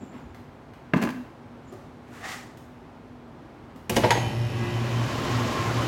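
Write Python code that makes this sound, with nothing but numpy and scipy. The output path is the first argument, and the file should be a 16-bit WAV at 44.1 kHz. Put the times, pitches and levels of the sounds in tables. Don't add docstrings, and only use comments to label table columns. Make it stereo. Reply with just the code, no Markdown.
import sys
import numpy as np
from scipy import signal
from scipy.fft import rfft, irfft, next_fast_len
from scipy.io import wavfile
from scipy.ndimage import uniform_filter1d

SR = 44100
rng = np.random.default_rng(int(sys.argv[2]) if len(sys.argv) > 2 else 0)


def log_audio(samples):
    frames = np.atleast_2d(samples).T
    limited = np.clip(frames, -1, 1)
    pcm = np.round(limited * 32767).astype(np.int16)
    wavfile.write(sys.argv[1], SR, pcm)


N = 258867
TIME = np.arange(N) / SR
START_S = 3.9
AGE = np.maximum(TIME - START_S, 0)

# [t/s, level/dB, bass/dB, treble/dB]
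CONTACTOR_BLOWS = [(3.895, -15, 11, 2)]
# [t/s, level/dB, bass/dB, treble/dB]
JOLT_BLOWS = [(3.958, -28, -15, 19), (3.964, -9.5, 3, 7.5), (3.977, -14, 6, -27), (4.033, -13.5, -2.5, -19),
              (4.041, -10, -1, -19), (4.057, -17, 4, -7), (4.075, -25, 5, 0)]
# [t/s, level/dB, bass/dB, treble/dB]
CLANK_BLOWS = [(4.0355, -17.5, -7, -23), (4.045, -17.5, -2, -31), (4.1053, -8, -15, -2.5),
               (4.117, -17.5, -12, -1), (4.133, -29, -4, -9), (4.153, -25, 10, -13), (4.174, -26.5, 13, -4)]
# [f/Hz, relative level/dB, t60/s]
CABINET_MODES = [(154, -9, 0.13), (208, 5, 0.17), (226.8, 0, 0.56), (315, -12, 0.53), (364, -2.5, 0.2),
                 (489, 5.5, 0.2), (553, 4.5, 0.16), (686, 6.5, 0.15), (868, 8, 0.13), (970, -4, 0.15),
                 (1610, 6.5, 0.062), (1840, -1, 0.064), (2168, -1, 0.11), (2920, 11, 0.05),
                 (3820, -6, 0.036)]
# [f/Hz, relative level/dB, t60/s]
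COUPLING_MODES = [(793, -6, 0.1), (870, 5, 0.067), (955, 9, 0.081), (1030, -8, 0.046), (1516, -4, 0.089),
                  (1624, 0, 0.056), (1936, 4, 0.08), (2080, -1, 0.04), (2435, -7, 0.047),
                  (3070, 1.5, 0.027), (3530, 1, 0.034), (4400, 2, 0.03), (6500, 2, 0.043),
                  (6700, -1, 0.041), (10800, -1, 0.024)]
# [f/Hz, width/Hz, relative level/dB]
SHEET_RESONANCES = [(798, 29, 1.5), (877, 59, -0.5), (940, 45, -3), (1946, 70, -8.5), (6600, 410, -14.5)]
# [f/Hz, relative level/dB]
SNAP_SPECTRUM = [(60, -25), (220, -0.5), (500, -5), (1000, -0.5), (1500, -6), (2600, 1.5), (3600, -8),
                 (8000, -10.5), (15000, -12)]
# [f/Hz, relative level/dB]
STEEL_SPECTRUM = [(50, -30), (200, 0), (450, 7.5), (950, 2), (1400, -7), (2200, -4.5), (4500, -12.5),
                  (8000, -19.5), (15000, -28)]
# [f/Hz, relative level/dB]
GRIT_SPECTRUM = [(300, -6), (850, 10), (1300, -5), (1900, -8), (3000, -2), (4500, -5), (8000, -23),
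                 (15000, -38)]
GRATE_LAG_S = 0.0055

# [multiple of the shaft rate, level/dB before flutter and load]
WHINE_LINES = [(4, -43.5), (6, -41.5), (10, -46.5), (13, -51), (17, -51.5), (19, -49.5), (28, -49),
               (29, -64), (32, -51), (34, -50.5), (41, -53), (42, -54), (44, -53.5), (45, -57), (48, -52.5),
               (52, -51), (65, -60)]
# [f/Hz, relative level/dB]
GAS_SPECTRUM = [(25, -45), (45, -16.5), (65, -15), (120, -9), (150, -10.5), (180, -14.5), (280, -18.5),
                (400, -20), (700, -22), (1400, -31.5), (2800, -33), (5400, -42), (8000, -50.5),
                (11500, -45), (16000, -66)]
# [f/Hz, width/Hz, relative level/dB]
PANEL_RESONANCES = [(100.7, 6.2, -42), (226.3, 8.7, -42.5)]
# [slip/Hz, level/dB]
MOTOR_SLIPS = [(2.097, -34.5), (4.995, -34.5)]
SHAFT_HZ, SHAFT_KICK_HZ, SPIN_UP_S = 58.86, 40, 0.08
LOAD_S = 1.37
GAS_DB, GAS_RISE_DB_PER_S = -37.5, 3
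SURGE_DB, SURGE_S = 9.5, 0.36
MAINS_HUM_HZ = 119.93
MAINS_DB, MAINS_EASE_DB, EASE_S = -31.3, -6.9, 5.147
IN_STEP_S = 5.397
START_SLIP_HZ, CATCH_UP_S = 26.1, 0.132
GURGLE_T60_S, GURGLE_GLIDE_PER_S = 0.055, 3

# [f/Hz, relative level/dB]
FAN_SPECTRUM = [(25, -42), (50, -37), (95, -11), (120, -19), (145, -6), (184, -35), (252, -7.5), (450, -12),
                (900, -14.5), (1500, -17), (3000, -23), (7000, -31), (9500, -43), (16000, -44.5)]
# [f/Hz, width/Hz, relative level/dB]
DUCT_RESONANCES = [(254.6, 17, -10.5), (593, 45, -20)]
FAN_DB, FAN_POWER = -30.4, 1.81
WHIR_HZ, WHIR_DB = 1171, -38.5
WHIR_RUN_UP_S, WHIR_POWER = 0.5, 4.1

# [t/s, level/dB, bass/dB, treble/dB]
KNOCK_BLOWS = [(0.9352, -6, 0.5, -20), (0.941, -25, 19, -8), (0.951, -31, 5, -11),
               (0.961, -22.5, 16.5, -13), (0.969, -23, 0, -3), (0.979, -25, 5, -12), (0.995, -26, 8, -20),
               (1.016, -31, 8, 9), (1.022, -25, 5, 9), (1.0265, -16.5, 3.5, -6), (1.036, -21, 9.5, 4),
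               (1.049, -24, 12, 0), (1.072, -21, 8, -22), (1.089, -22, -3, -4), (1.103, -28, 11, 3),
               (1.153, -42, 18, -10)]
# [f/Hz, relative level/dB, t60/s]
BOX_MODES = [(163, -8.5, 0.2), (205, 4.5, 0.078), (231, -3, 0.39), (250.6, -8, 0.44), (306, -7, 0.24),
             (347, -9, 0.16), (461, -3.5, 0.06), (586, -2, 0.064), (800, -10, 0.026), (922, 5, 0.039),
             (1010, 5.5, 0.047), (1185, 6, 0.04), (1615, 14.5, 0.018), (2125, 2, 0.023), (2740, 5.5, 0.02)]
# [f/Hz, relative level/dB]
BOX_SPECTRUM = [(60, -35), (120, -21), (195, 4), (300, 0.5), (500, -4.5), (1000, -0.5), (1350, -4.5),
                (1650, -6), (2200, -8.5), (2700, -12), (4000, -16), (8000, -23.5), (15000, -24)]
# [f/Hz, relative level/dB]
LOOSE_SPECTRUM = [(130, -13), (230, 9), (370, 3), (600, 1), (950, 8.5), (1400, -6), (1700, -2),
                  (2500, -3.5), (3500, -16), (5500, -15), (9000, -25), (15000, -29)]

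# [f/Hz, relative level/dB]
BRUSH_SPECTRUM = [(300, -6), (750, 0), (1100, 6.5), (1900, 4.5), (2400, -1), (4700, -12.5), (7000, -10.5),
                  (11000, -17), (15500, -19)]
# [f/Hz, relative level/dB]
SOLE_SPECTRUM = [(300, -12), (550, -3), (770, 7.5), (960, -3), (1200, 5.5), (1500, 0.5), (1950, 8),
                 (2350, -2.5), (3600, -5.5), (7200, -9), (11000, -17), (15500, -21)]
BITE_S, BITE_SPAN_S = 2.255, 0.026
BITE_TREBLE_DB = 15

# [t/s, level/dB, bass/dB, treble/dB]
BUMP_BLOWS = [(0.005, -42.5, 20.5, -6), (0.12, -36, 12, -10)]
# [t/s, level/dB, bass/dB, treble/dB]
TICK_BLOWS = [(0.345, -42.5, -14, -0.5), (0.735, -45.5, -15, -2), (2.572, -46.5, -15, 7.5),
              (3.76, -46.5, 13.5, 3.5)]
# [t/s, level/dB, bass/dB, treble/dB]
CUP_BLOWS = [(1.722, -40.5, 4, 8.5), (1.734, -40.5, 5, 4)]
# [f/Hz, relative level/dB, t60/s]
TRAY_MODES = [(376, 5, 0.21), (570, -3, 0.085), (707, 0, 0.07), (1210, -2, 0.068)]
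# [t/s, f/Hz at that time, peak level/dB before the rasp, release/s]
SQUEAK_EVENTS = [(0.01, 7400, -57.5, 1), (1.69, 7050, -57, 0.25)]

# [f/Hz, relative level/dB]
SHOP_SPECTRUM = [(25, -57), (45, -8), (76, -10), (110, -3), (157, -5.5), (195, -11.5), (250, -5.5),
                 (405, -9.5), (520, -13), (800, -12), (1130, -16.5), (3000, -31.5), (7300, -46),
                 (16000, -53.5)]
# [f/Hz, correlation]
STEREO_LIKENESS = [(60, 0.98), (130, 0.95), (300, 0.85), (700, 0.29), (1500, 0.31), (3200, 0.62),
                   (7000, 0.67), (10000, 0.018)]
TOP_HZ = 15900


def start_up():
    snap = blows(CONTACTOR_BLOWS, SNAP_SPECTRUM, CABINET_MODES, rise_s=0.003, rattle_s=0.04, ring_db=-24)
    jolts = blows(JOLT_BLOWS, STEEL_SPECTRUM, CABINET_MODES, rise_s=0.0037, rattle_s=0.045, ring_db=-20)
    clanks = blows(CLANK_BLOWS, STEEL_SPECTRUM, COUPLING_MODES, rise_s=0.00091, rattle_s=0.063, ring_db=-12.5)
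    force = 0
    for at_s, db, _, _ in JOLT_BLOWS + CLANK_BLOWS:
        force = force + swell(at_s + GRATE_LAG_S, db, attack_s=0.0054, release_s=0.065)
    grating = clatter(GRIT_SPECTRUM, per_s=800, spread_db=2, tick_s=0.0049) * force * undb(-17)
    sheets = resonances(SHEET_RESONANCES)
    sheets = sheets * swell(at_s=4.125, db=-30, attack_s=0.071, release_s=0.6, hold_s=0.0088)
    return pan(room(snap + jolts + clanks + grating, wet_db=-5) + sheets, db=1)


def compressor():
    shaft_hz = SHAFT_KICK_HZ + (SHAFT_HZ - SHAFT_KICK_HZ) * settle(SPIN_UP_S)
    turns = np.cumsum(shaft_hz * (1 + 0.00045 * walk(12))) / SR
    surge_db = SURGE_DB * np.exp(-(AGE / SURGE_S) ** 2)
    effort = settle(0.011) * undb(GAS_DB + GAS_RISE_DB_PER_S * AGE + surge_db)
    whine = valves(turns) * settle(0.097) * undb(-1 - 2 * load() ** 2)
    drone = settle(0.081) * hum() + settle(0.079) * undb(-1) * resonances(PANEL_RESONANCES)
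    gas = noise(GAS_SPECTRUM)
    hiss = gas - low_pass(gas, 800)
    strokes = 0.29 * np.cos(4 * np.pi * turns) + 0.18 * np.cos(2 * np.pi * turns)
    return drone + pan(whine + singing(turns), db=1.5) + effort * (gas + strokes * hiss)


def hum():
    eased = (1 + np.tanh((TIME - EASE_S) / 0.037)) / 2
    since = TIME - IN_STEP_S
    catching_up = START_SLIP_HZ * CATCH_UP_S * np.exp(-AGE / CATCH_UP_S)
    mains = undb(MAINS_DB + MAINS_EASE_DB * eased) * np.sin(2 * np.pi * MAINS_HUM_HZ * since)
    motors = 0
    for slip_hz, db in MOTOR_SLIPS:
        cycles = (MAINS_HUM_HZ - slip_hz) * since + catching_up
        motors = motors + undb(db) * np.sin(2 * np.pi * cycles)
    return np.sqrt(2) * (mains + motors)


def valves(turns, comb_db=-40, scatter_db=2, flutter_db=3.5, wobble_turns=0.0068, count=6, size=4096):
    hz, db = np.transpose(GAS_SPECTRUM)
    multiples = np.arange(4, 110)
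    line_db = comb_db + np.interp(np.log(multiples * SHAFT_HZ), np.log(hz), db)
    line_db = line_db + scatter_db * rng.standard_normal(len(multiples))
    for multiple, loud_db in WHINE_LINES:
        line_db[multiples == multiple] = loud_db
    apart = rng.standard_normal((2, len(multiples))) * np.minimum(multiples / 60, 0.6)
    phase = rng.uniform(0, 2 * np.pi, len(multiples)) + apart
    group = rng.integers(0, count, len(multiples))
    out = 0
    for k in range(count):
        waver = wobble_turns * (0.37 + 0.6 * load() ** 2) * walk(30)
        place = ((turns + waver) * size).astype(int) % size
        lines = np.zeros((2, size // 2 + 1), complex)
        lines[:, multiples] = (group == k) * undb(line_db) * np.exp(1j * phase) * size / np.sqrt(2)
        out = out + irfft(lines)[:, place] * undb(flutter_db * walk(15))
    return out


def singing(turns, db=-38.5, from_s=5.33, order=18):
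    warble = 1.3 * walk(40) + 0.34 * np.array([walk(27), walk(20)])
    phase = 2 * np.pi * order * turns + warble
    patches = unit(undb(4.5 * np.clip(walk(30), -2, 1.2)))
    gain = swell(from_s, db, attack_s=1.7, release_s=1.2, hold_s=0.44)
    return np.sqrt(2) * np.sin(phase) * patches * gain


def whistle(hz=5385, width_hz=110, db=-58):
    return resonances([(hz, width_hz, 0)]) * swell(at_s=4.16, db=db, attack_s=0.68, release_s=3.5, hold_s=0.41)


def gurgle(db=-39, low_hz=430, high_hz=1400, spread_db=4, count=130, size=4096):
    out = np.zeros((2, N + size))
    t = np.arange(size) / SR
    for when, pitch, strength, glide, side in rng.random((count, 5)):
        hz = low_hz * (high_hz / low_hz) ** pitch
        cycles = hz * t * (1 + GURGLE_GLIDE_PER_S * (glide - 0.5) * t)
        phase = 2 * np.pi * cycles + np.array([[1], [-1]]) * (side - 0.5) * 2
        blip = t * fade(t, GURGLE_T60_S) * np.sin(phase)
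        start = int((START_S + when * (N / SR - START_S)) * SR)
        out[:, start:start + size] += undb(spread_db * (2 * strength - 1)) * blip
    out = out[:, :N]
    return out / np.std(out[:, TIME > START_S]) * undb(db) * load() ** 2


def fan():
    rush = churn(noise(FAN_SPECTRUM), flicker_db=1, per_s=45)
    rush = rush + resonances(DUCT_RESONANCES) * undb(0.41 * walk(11))
    low = low_pass(rush, 1500)
    return (low + pan(rush - low, db=2.5)) * undb(FAN_DB) * load() ** FAN_POWER + whir()


def churn(x, flicker_db, per_s, count=14):
    size = next_fast_len(N, real=True)
    place = np.clip(2 * np.log2(np.fft.rfftfreq(size, 1 / SR) / 100 + 1e-9), 0, count - 1)
    spectrum = rfft(x, size)
    out = 0
    for k in range(count):
        band = irfft(spectrum * np.maximum(1 - abs(place - k), 0), size)[:, :N]
        out = out + band * unit(undb(flicker_db * walk(per_s)))
    return out


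def whir(width_hz=150):
    speed = settle(WHIR_RUN_UP_S)
    slow = signal.butter(2, width_hz / 2, fs=SR, output="sos")
    eddies = signal.sosfilt(slow, noise([(60, 0), (16000, 0)]) + 1j * rng.standard_normal((2, N)))
    band = np.real(eddies * np.exp(2j * np.pi * np.cumsum(WHIR_HZ * speed) / SR))
    return unit(band) * undb(WHIR_DB) * speed ** WHIR_POWER


def knock():
    hits = blows(KNOCK_BLOWS, BOX_SPECTRUM, BOX_MODES, rise_s=0.0021, rattle_s=0.025, ring_db=-14.5)
    shaking = swell(at_s=0.95, db=-34.5, attack_s=0.015, release_s=0.45, hold_s=0.03)
    shaking = shaking + swell(at_s=1.025, db=-32.5, attack_s=0.032, release_s=0.14, hold_s=0.015)
    loose = clatter(LOOSE_SPECTRUM, per_s=1400, spread_db=9, tick_s=0.011) * shaking
    boom = resonances([(251.6, 16, 0)])
    boom = boom * swell(at_s=1.144, db=-37, attack_s=0.27, release_s=0.37, hold_s=0.038)
    return pan(room(hits + loose, wet_db=-7), db=0.4) + boom


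def slide():
    brush = noise(BRUSH_SPECTRUM) * swell(at_s=2.15, db=-46.5, attack_s=0.29, release_s=0.4, hold_s=0.092)
    pressure = swell(at_s=2.243, db=-34.3, attack_s=0.15, release_s=0.53, hold_s=0.079)
    light = (1 - np.tanh((TIME - BITE_S) / BITE_SPAN_S)) / 2
    scrape = noise(SOLE_SPECTRUM)
    low = low_pass(scrape, 2200)
    scrape = (low + (scrape - low) * undb(-BITE_TREBLE_DB * light)) * pressure
    return pan((brush + scrape) * undb(walk(150)), db=2.5)


def movements():
    bumps = blows(BUMP_BLOWS, BOX_SPECTRUM, TRAY_MODES, rise_s=0.03, rattle_s=0.19, ring_db=-18)
    cup = blows(CUP_BLOWS, BOX_SPECTRUM, TRAY_MODES, rise_s=0.0065, rattle_s=0.039, ring_db=1)
    ticks = blows(TICK_BLOWS, BOX_SPECTRUM, TRAY_MODES, rise_s=0.0005, rattle_s=0.048, ring_db=-20)
    sleeve = noise(SOLE_SPECTRUM) * swell(at_s=1.72, db=-60.5, attack_s=0.29, release_s=0.69, hold_s=0.1)
    footfall = resonances([(72, 24, 0)])
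    footfall = footfall * swell(at_s=0.25, db=-45, attack_s=0.035, release_s=0.5, hold_s=0.052)
    return room(bumps + ticks, wet_db=3.5) + room(cup, wet_db=-1) + sleeve + squeaks() + footfall


def squeaks(fall_hz_per_s=1200, jitter_hz=220, attack_s=0.12):
    out = 0
    for at_s, hz, db, release_s in SQUEAK_EVENTS:
        rasp = np.array([walk(870), walk(650)])
        pitch_hz = hz - fall_hz_per_s * (TIME - at_s) + jitter_hz * walk(150)
        tone = np.sin(2 * np.pi * np.cumsum(pitch_hz) / SR)
        out = out + rasp * tone * swell(at_s, db, attack_s, release_s)
    return out


def workshop():
    return undb(-45.5 + 0.5 * walk(5.03)) * noise(SHOP_SPECTRUM) + resonances([(241.5, 18, -52.5)])


def room(x, wet_db, low_t60=0.58, high_t60=0.64, gap_s=0.006, bass_hz=330, size=32768):
    t = np.arange(size) / SR
    tail = air(size)
    low = low_pass(tail, 2000)
    tail = low * fade(t, low_t60) + (tail - low) * fade(t, high_t60)
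    tail = tail * (1 - np.exp(-(t / gap_s) ** 2))
    tail = signal.lfilter(*signal.butter(2, bass_hz, "highpass", fs=SR), tail) / np.linalg.norm(tail[0])
    return x + undb(wet_db) * signal.fftconvolve(x, tail, axes=1)[:, :N]


def blows(rows, crack, modes, rise_s, rattle_s, ring_db, size=16384):
    out = np.zeros((2, N + size))
    t = np.arange(size) / SR
    colour = response(across(crack, size=1024))
    colour /= np.linalg.norm(colour)
    ring = 0
    for hz, mode_db, t60 in modes:
        phase = rng.standard_normal((2, 1)) * min(hz / 3000, 1)
        ring = ring + undb(mode_db) * fade(t, t60) * np.sin(2 * np.pi * hz * t + phase)
    for at_s, db, bass_db, treble_db in rows:
        rattle = signal.fftconvolve(air(size) * fade(t, rattle_s), colour[None])[:, :size]
        hit = (rattle + undb(ring_db) * ring) * (1 - np.exp(-t / rise_s))
        tilt = [(280, bass_db), (800, 0), (2200, 0), (7000, treble_db)]
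        hardness = response(across(tilt, size=1024))
        hit = signal.fftconvolve(hit, hardness[None])[:, :size]
        start = int(at_s * SR)
        out[:, start:start + size] += undb(db) * hit
    return out[:, :N]


def clatter(crack, per_s, spread_db, tick_s, size=1024, count=8):
    colour = response(across(crack, size))[None]
    out = 0
    for part in range(count):
        strength = undb(spread_db * rng.uniform(-1.1, 1, N))
        clicks = (rng.random(N) < per_s / count / SR) * strength
        tick = signal.fftconvolve(air(size) * fade(np.arange(size) / SR, tick_s), colour)
        out = out + signal.oaconvolve(clicks[None], tick)[:, :N]
    return unit(out)


def resonances(rows):
    push = air(next_fast_len(N, real=True))[:, :N]
    out = 0
    for hz, width_hz, db in rows:
        b, a = signal.iirpeak(hz, hz / width_hz, fs=SR)
        out = out + undb(db) * unit(signal.lfilter(b, a, signal.lfilter(b, a, push)))
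    return out


def noise(spectrum):
    size = next_fast_len(N, real=True)
    return unit(irfft(rfft(air(size)) * undb(across(spectrum, size)), size)[:, :N])


def air(size=N):
    alike = np.clip(across(STEREO_LIKENESS, size), -1, 1)
    mid, side = rfft(rng.standard_normal((2, size)))
    mid = mid * np.sqrt((1 + alike) / 2)
    side = side * np.sqrt((1 - alike) / 2)
    return irfft(np.array([mid + side, mid - side]), size)


def settle(time_s):
    return 1 - np.exp(-AGE / time_s)


def load():
    return np.minimum(AGE / LOAD_S, 1)


def swell(at_s, db, attack_s, release_s, hold_s=0):
    climb = fade(np.maximum(at_s - TIME, 0), attack_s)
    fall = fade(np.maximum(TIME - at_s - hold_s, 0), release_s)
    return undb(db) * climb * fall


def fade(t, t60):
    return np.exp(-np.log(1000) * t / t60)


def walk(rate):
    k = max(int(SR / rate), 1)
    steps = np.repeat(rng.standard_normal(N // k + 1), k)
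    return unit(uniform_filter1d(uniform_filter1d(steps, k), k)[:N])


def pan(x, db):
    return x * undb(np.array([[db], [-db]]) / 2)


def low_pass(x, hz):
    return signal.lfilter(*signal.butter(1, hz, fs=SR), x)


def response(db):
    cepstrum = irfft(np.log(undb(db)))
    half = len(cepstrum) // 2
    cepstrum[1:half] *= 2
    cepstrum[half + 1:] = 0
    return irfft(np.exp(rfft(cepstrum)))


def across(points, size=N):
    hz, value = np.transpose(points)
    return np.interp(np.log(np.fft.rfftfreq(size, 1 / SR) + 1), np.log(hz), value)


def undb(db):
    return 10 ** (np.asarray(db) / 20)


def unit(x):
    return x / np.sqrt(np.mean(x ** 2))


def scene():
    machine = start_up() + compressor() + whistle() + gurgle() + fan()
    return machine + knock() + slide() + movements() + workshop()


def record(dry):
    thin = signal.sosfilt(signal.butter(2, 34, "highpass", fs=SR, output="sos"), dry)
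    return signal.sosfilt(signal.ellip(8, 0.2, 70, TOP_HZ, fs=SR, output="sos"), thin)


dry = scene()
out = record(dry)
log_audio(out)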